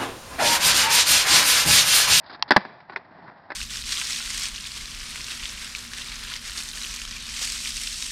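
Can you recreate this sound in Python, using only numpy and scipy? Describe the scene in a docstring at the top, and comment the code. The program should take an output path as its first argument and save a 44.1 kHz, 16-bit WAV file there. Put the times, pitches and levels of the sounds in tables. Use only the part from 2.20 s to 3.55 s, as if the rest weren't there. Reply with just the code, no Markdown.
"""A skateboard slides off a concrete ledge, ticks on its edge, lands with two hard clacks and rolls away.
Each blow is a sum of fading sine waves for the wooden deck and trucks, plus a burst of noise for the rattle.
A few short sine waves make the tick, and one makes a low thump under the second clack. Filtered noise makes
the scrapes and the rolling wheels, and soft blows are the wheels knocking over joints. The open skatepark
adds a faint tail of fading noise to the board's sound; a narrow-band microphone overloads on the loudest peaks."""
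import sys
import numpy as np
from scipy import signal
from scipy.fft import rfft, irfft
from scipy.io import wavfile
from scipy.ndimage import uniform_filter1d

SR = 44100
rng = np.random.default_rng(int(sys.argv[2]) if len(sys.argv) > 2 else 0)


def materialize(psi):
    """Save the field psi as 16-bit PCM at rate SR to the path in sys.argv[1].

    A 1-D psi becomes a single channel; in a 2-D psi each row is a channel.
    """
    bounded = np.clip(np.atleast_2d(psi).T, -1, 1)
    quanta = np.round(bounded * 32767).astype(np.int16)
    wavfile.write(sys.argv[1], SR, quanta)


N = 59535  # samples, 1.35 s


def undb(db):
    """Turn decibels into a plain gain."""
    return 10 ** (np.asarray(db) / 20)


def unit(x):
    """Scale to an average strength (rms) of 1."""
    return x / np.sqrt(np.mean(x ** 2))


def since(start):
    """Seconds passed after a moment, zero before it."""
    return np.maximum(np.arange(N) / SR - start, 0)


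def fade(age, t60, rise):
    """Quick rise, then an exponential decay that falls 60 dB in t60 seconds."""
    decay = np.exp(-np.log(1000) * age / t60)
    return (1 - np.exp(-age / rise)) * decay


def colour(x, points):
    """Filter by a spectrum of (Hz, dB) points; the result has rms 1."""
    hz, db = np.array(points).T
    f = np.maximum(np.fft.rfftfreq(2 * N, 1 / SR), 1)
    gain = undb(np.interp(np.log(f), np.log(hz), db))
    return unit(irfft(rfft(x, 2 * N) * gain)[:N])


def flutter(db):
    """Gain that wavers as the pressure on the concrete changes."""
    smooth = uniform_filter1d(rng.standard_normal(N), size=350)
    smooth = uniform_filter1d(smooth, size=350)
    return undb(db * unit(smooth))


def grit():
    """Rough concrete: countless tiny contacts with some larger grains among them."""
    grains_per_s, grain_share = 2500, 0.2  # the share is of the power
    grains = (rng.random(N) < grains_per_s / SR) * rng.standard_normal(N)
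    tiny_contacts = rng.standard_normal(N)
    return np.sqrt(grain_share) * unit(grains) + np.sqrt(1 - grain_share) * tiny_contacts


def contact(hz, knock_db, clack_db, treble_db):
    """Gain in dB by which the hardness of a contact favours the woody knock, the clack or the treble."""
    return np.interp(hz, [600, 770, 1000, 1500, 2400, 3400],
                     [0, knock_db, knock_db, clack_db, clack_db, treble_db])


# The ways the deck and trucks ring.
# Each row: pitch in Hz, level in dB, time to fade by 60 dB in seconds; each blow adjusts all three.
BOARD_MODES = [(364.8, -7.5, 0.061), (604.6, -4.2, 0.036), (765, -3.0, 0.027), (856, -3.5, 0.037),
               (991, -3, 0.027), (1121, -3.5, 0.028), (1521, -5.3, 0.042), (1693, -3.5, 0.04),
               (1761, -8, 0.046), (1974, -3.0, 0.031), (2220, -9, 0.018), (3450, -15.5, 0.031),
               (3997, -13.5, 0.019), (4642.0, -12.5, 0.027), (4980, -11.5, 0.02)]
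# The blows on the board, from the landing to the soft knocks over joints.
# Each row: start in seconds, level in dB, place along the deck from 0 to 1, pitch of the deck's flexing
# in Hz, level of the flexing in dB, knock near 900 Hz in dB, clack near 2 kHz in dB, treble in dB,
# factor on the ring length, level of the rattle in dB, factor on the pitch of the modes.
BLOWS = [(0.3066, -5.5, 0.32, 296.0, -5, -0.5, 2.5, 6.5, 1.07, -13.5, 1.0),
         (0.3094, -7.4, 0.42, 334.0, -17, 1.8, -3, -6, 1.32, -6, 0.988),
         (0.3174, -14, 0.88, 218.0, -2.5, 3, 2.5, 14.5, 0.73, -10.5, 0.95),
         (0.32, -4, 0.15, 291.0, -13.1, -4, 5, -3, 0.36, -12.5, 1.018),
         (0.3624, -3, 0.38, 204.0, -15, 2.2, -4.8, 1.3, 1.08, -13.0, 0.99),
         (0.3662, -1.4, 0.21, 193.0, -10.5, 9, 11, 6.5, 0.36, -15.5, 1.001),
         (0.3754, -5.5, 0.44, 195.0, -8, -1, -7.5, -19.5, 0.47, -8, 1.04),
         (0.404, -33.0, 0.4, 204.0, -13, -4, -1, 2.0, 0.87, -5.5, 0.93),
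         (0.416, -26, 0.22, 208.0, -18, -0.5, -7, -3, 0.33, -8.0, 1.03),
         (0.45005, -23.0, 0.34, 228.0, -12.0, -3.0, -4.7, -8, 0.92, -7.5, 1),
         (0.603, -47.0, 0.39, 240.0, -24.5, 3, 5, 4.5, 0.92, -2.5, 1.0),
         (0.69584, -31.0, 0.705, 390.0, -4.5, 0.5, -1, -4.5, 1.34, -5.5, 0.97),
         (0.7599, -20.5, 0.803, 345.0, -15.5, 2.5, 8.5, 1.0, 0.5, -5.5, 1.035),
         (0.7685, -25.5, 0.24, 429.0, -13.5, -1.5, -6, -5, 1.24, -7, 1.045),
         (1.3025, -27.5, 0.45, 307.0, -11.1, 1, 4.5, -3.5, 1.15, -6.5, 0.989),
         (1.3183, -23.5, 0.39, 317.0, -12, -2.0, 1.3, -1.5, 0.8, -10, 1.02)]
# The tone of a blow's crack and rattle. Each row: frequency in Hz, strength in dB per Hz.
CRACK = [(60, -31.5), (300, -1), (470, -10), (900, -2.5), (1300, 4.5), (2100, -2.5), (2500, -2.5),
         (3000, -11), (3500, -6.5), (5000, -9.5), (5500, -21), (6500, -19.5)]
RISE_S = 0.00085  # how quickly a blow or the low thump starts


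def blows():
    """Each blow flexes the deck, rings the modes that move at the place struck, and adds a rattling crack.
    The load of the feet shifts the modes a little from blow to blow."""
    out = np.zeros(N)
    f = np.fft.rfftfreq(N, 1 / SR)
    flex_t60_s, flex_rise_s = 0.044, 0.002
    crack_t60_s = 0.05  # before the blow's length factor
    for (start, db, place, flex_hz, flex_db, knock_db, clack_db, treble_db,
         length, rattle_db, tuning) in BLOWS:
        first = int(start * SR)
        age = since(start)[first:first + SR // 5]  # a blow lasts at most 0.2 s

        ring = 0
        for number, (hz, mode_db, t60) in enumerate(BOARD_MODES, 1):
            movement = np.cos(np.pi * number * place)  # how much this mode moves where it is struck
            share = movement * undb(mode_db + contact(hz, knock_db, clack_db, treble_db))
            wave = np.sin(2 * np.pi * hz * tuning * age)
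            ring = ring + share * wave * fade(age, t60 * length, RISE_S)

        flex_wave = np.sin(2 * np.pi * flex_hz * age)
        flex = undb(flex_db) * flex_wave * fade(age, flex_t60_s, flex_rise_s)

        crack = colour(rng.standard_normal(N), CRACK)
        hardness = undb(contact(f, knock_db, clack_db, treble_db))
        rattle = irfft(rfft(crack) * hardness, N)[:len(age)]
        rattle = undb(rattle_db) * rattle * fade(age, crack_t60_s * length, RISE_S)

        out[first:first + len(age)] += undb(db) * (ring + flex + rattle)
    return out


def low_thump():
    """A dull low thump, one short sine wave, under the second clack, such as an overloaded microphone gives."""
    start_s, hz, db, t60_s = 0.364, 61.4, 2.5, 0.0091
    age = since(start_s)
    return undb(db) * np.sin(2 * np.pi * hz * age) * fade(age, t60_s, RISE_S)


# The pitches in the sharp tick.
# Each row: pitch in Hz, level in dB within the tick, time to fade by 60 dB in seconds.
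TICK_MODES = [(904, -8.5, 0.019), (1010, -5.5, 0.014), (1820, -17, 0.017), (2720, -8.5, 0.012),
              (3250, -5.5, 0.012), (4260, -1.5, 0.007), (4570, 1.5, 0.0063), (5230, 1, 0.0057)]


def tick():
    """A hard, thin tick whose treble arrives a moment before its low ring."""
    start_s, level_db, low_cut_hz = 0.2241, -5.5, 780
    lag_cycles = 0.69  # each pitch waits this many of its own cycles
    snap_db, snap_t60_s = -15.5, 0.032  # the snap is a burst of noise, levelled within the tick
    out = undb(snap_db) * rng.standard_normal(N) * fade(since(start_s), snap_t60_s, rise=0.00024)
    for hz, db, t60 in TICK_MODES:
        age = since(start_s + lag_cycles / hz)
        out += undb(db) * np.sin(2 * np.pi * hz * age) * fade(age, t60, rise=0.0003)
    low_cut = signal.butter(6, low_cut_hz, "high", fs=SR, output="sos")
    return undb(level_db) * signal.sosfilt(low_cut, out)


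# The scrapes of board, wheels and shoes.
# Each row: start in seconds, length in seconds, level in dB, hiss compared with the body in dB.
SCRAPES = [(0.031, 0.025, -49.5, -10.5), (0.059, 0.029, -61, 8.5), (0.095, 0.025, -43, -6),
           (0.125, 0.025, -44.5, -1.5), (0.146, 0.015, -41.5, -15.5), (0.193, 0.004, -45, -13.5),
           (0.278, .018, -45.5, -3.5), (0.323, 0.03, -33, -17), (0.72, 0.018, -42, -16),
           (1.075, 0.025, -46, -22)]
# The tone of a scrape's woody body. Each row: frequency in Hz, strength in dB per Hz.
SCRAPE_BODY = [(60, -42), (280, -0.5), (480, -12.5), (1000, 0.5), (1300, -3), (1650, -2.5), (2300, -12),
               (3000, -32.5), (6000, -34)]
# The tone of a scrape's hiss. Each row: frequency in Hz, strength in dB per Hz.
SCRAPE_HISS = [(1500, -21), (3000, -11), (3600, -3), (4300, -1), (5050, -3), (5500, -26.5), (6300, -19)]


def scrapes():
    """Short slides over the grit: a woody body with a hiss on top, both made of filtered noise."""
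    attack_s, release_s, flutter_db = 0.0024, 0.0047, 1.95
    body = colour(grit(), SCRAPE_BODY)
    hiss = colour(grit(), SCRAPE_HISS)
    out = np.zeros(N)
    for start, length, db, hiss_db in SCRAPES:
        press = np.minimum(since(start) / attack_s, 1)
        press = press * np.exp(-since(start + length) / release_s)
        out += undb(db) * press * (body + undb(hiss_db) * hiss)
    return out * flutter(flutter_db)


# The tone of the rolling wheels. Each row: frequency in Hz, strength in dB per Hz.
ROLL = [(25, -23), (70, -10.5), (150, -0.5), (280, -9.5), (430, -13), (650, 0.5), (880, 1), (1250, -7),
        (1600, -5), (1900, -5.5), (2250, -17.5), (3000, -26), (3600, -24), (5000, -24), (5600, -36.5),
        (6400, -51)]
# How loud the rolling is over time, before the flutter. Each row: time in seconds, level in dB.
ROLL_LEVEL = [(0, -52.5), (0.099, -48.5), (.19, -50.5), (.26, -48), (.42, -49), (.52, -48), (.65, -53.5),
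              (.80, -50), (.87, -53), (1.0, -48.5), (1.08, -46), (1.13, -50), (1.22, -51), (1.35, -52)]
# The tone of the loaded deck's low drumming. Each row: frequency in Hz, strength in dB per Hz.
DRUM = [(60, -32), (130, -9), (185, -1), (260, -3), (350, -2), (480, -9.5), (1000, -53.5)]
# How loud the drumming is over time, before the flutter. Each row: time in seconds, level in dB.
DRUM_LEVEL = [(.30, -90), (.48, -51.5), (.61, -66), (.82, -62.5), (1.06, -54), (1.22, -69.5), (1.35, -62.5)]


def level_over_time(curve):
    """Draw straight lines in dB between (seconds, dB) points and turn them into a gain."""
    return undb(np.interp(since(0), *np.array(curve).T))


def rolling():
    """Wheels roll over the grit a little unevenly; under the rider's weight the deck drums along."""
    unevenness = flutter(1.27)  # dB
    wheels = level_over_time(ROLL_LEVEL) * colour(grit(), ROLL)
    drumming = level_over_time(DRUM_LEVEL) * colour(grit(), DRUM)
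    return unevenness * (wheels + drumming)


# The tone of the park's echoes. Each row: frequency in Hz, strength in dB.
PARK = [(60, -10.5), (200, -8.5), (500, -2.5), (900, -5.5), (1700, -7.5), (3000, 5), (4500, -4), (6000, -1)]


def park(x):
    """Scatter from the near ledge and ramps, then a faint tail from farther walls, as fading noise."""
    near = (-24.5, 0.21, 0)  # level in dB, time to fade by 60 dB in seconds, delay in seconds
    far = (-28, 0.65, 0.027)
    out = np.zeros(N)
    for db, t60, delay in (near, far):
        response = colour(rng.standard_normal(N), PARK) * fade(since(delay), t60, rise=0.015)
        response = response / np.linalg.norm(response)
        out += undb(db) * signal.fftconvolve(x, response)[:N]
    return out


def scene():
    """Add up all the sounds; only the blows and scrapes get the park's echoes."""
    deck_low_hz = 100  # the small deck radiates little below this
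    low_cut = signal.butter(2, deck_low_hz, "high", fs=SR, output="sos")
    board = signal.sosfilt(low_cut, blows()) + scrapes()
    return (board + park(board) + low_thump() + tick() + rolling())[None]


# The softening of the overload's crackle. Each row: frequency in Hz, gain in dB.
OVERLOAD = [(5500, -0.5), (6700, -12), (10500, -5.5)]


def record(dry):
    """A narrow-band microphone whose loudest peaks are flattened, leaving a soft crackle above its band."""
    mic_top_hz, output_top_hz = 5620, 16400
    clip_level, clip_knee = 0.70, 14  # a higher knee bends more sharply
    mic_band = signal.cheby1(12, 0.2, mic_top_hz, fs=SR, output="sos")
    narrow = signal.sosfilt(mic_band, dry)
    clipped = narrow / (1.0 + np.abs(narrow / clip_level) ** clip_knee) ** (1 / clip_knee)
    soften = undb(np.interp(np.fft.rfftfreq(2 * N, 1 / SR), *np.array(OVERLOAD).T))
    crackle = irfft(rfft(clipped - narrow, 2 * N) * soften)[:, :N]  # what the flattening changes
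    output_band = signal.ellip(8, 0.2, 70, output_top_hz, fs=SR, output="sos")
    return signal.sosfilt(output_band, narrow + crackle)


dry = scene()
out = record(dry)
materialize(out)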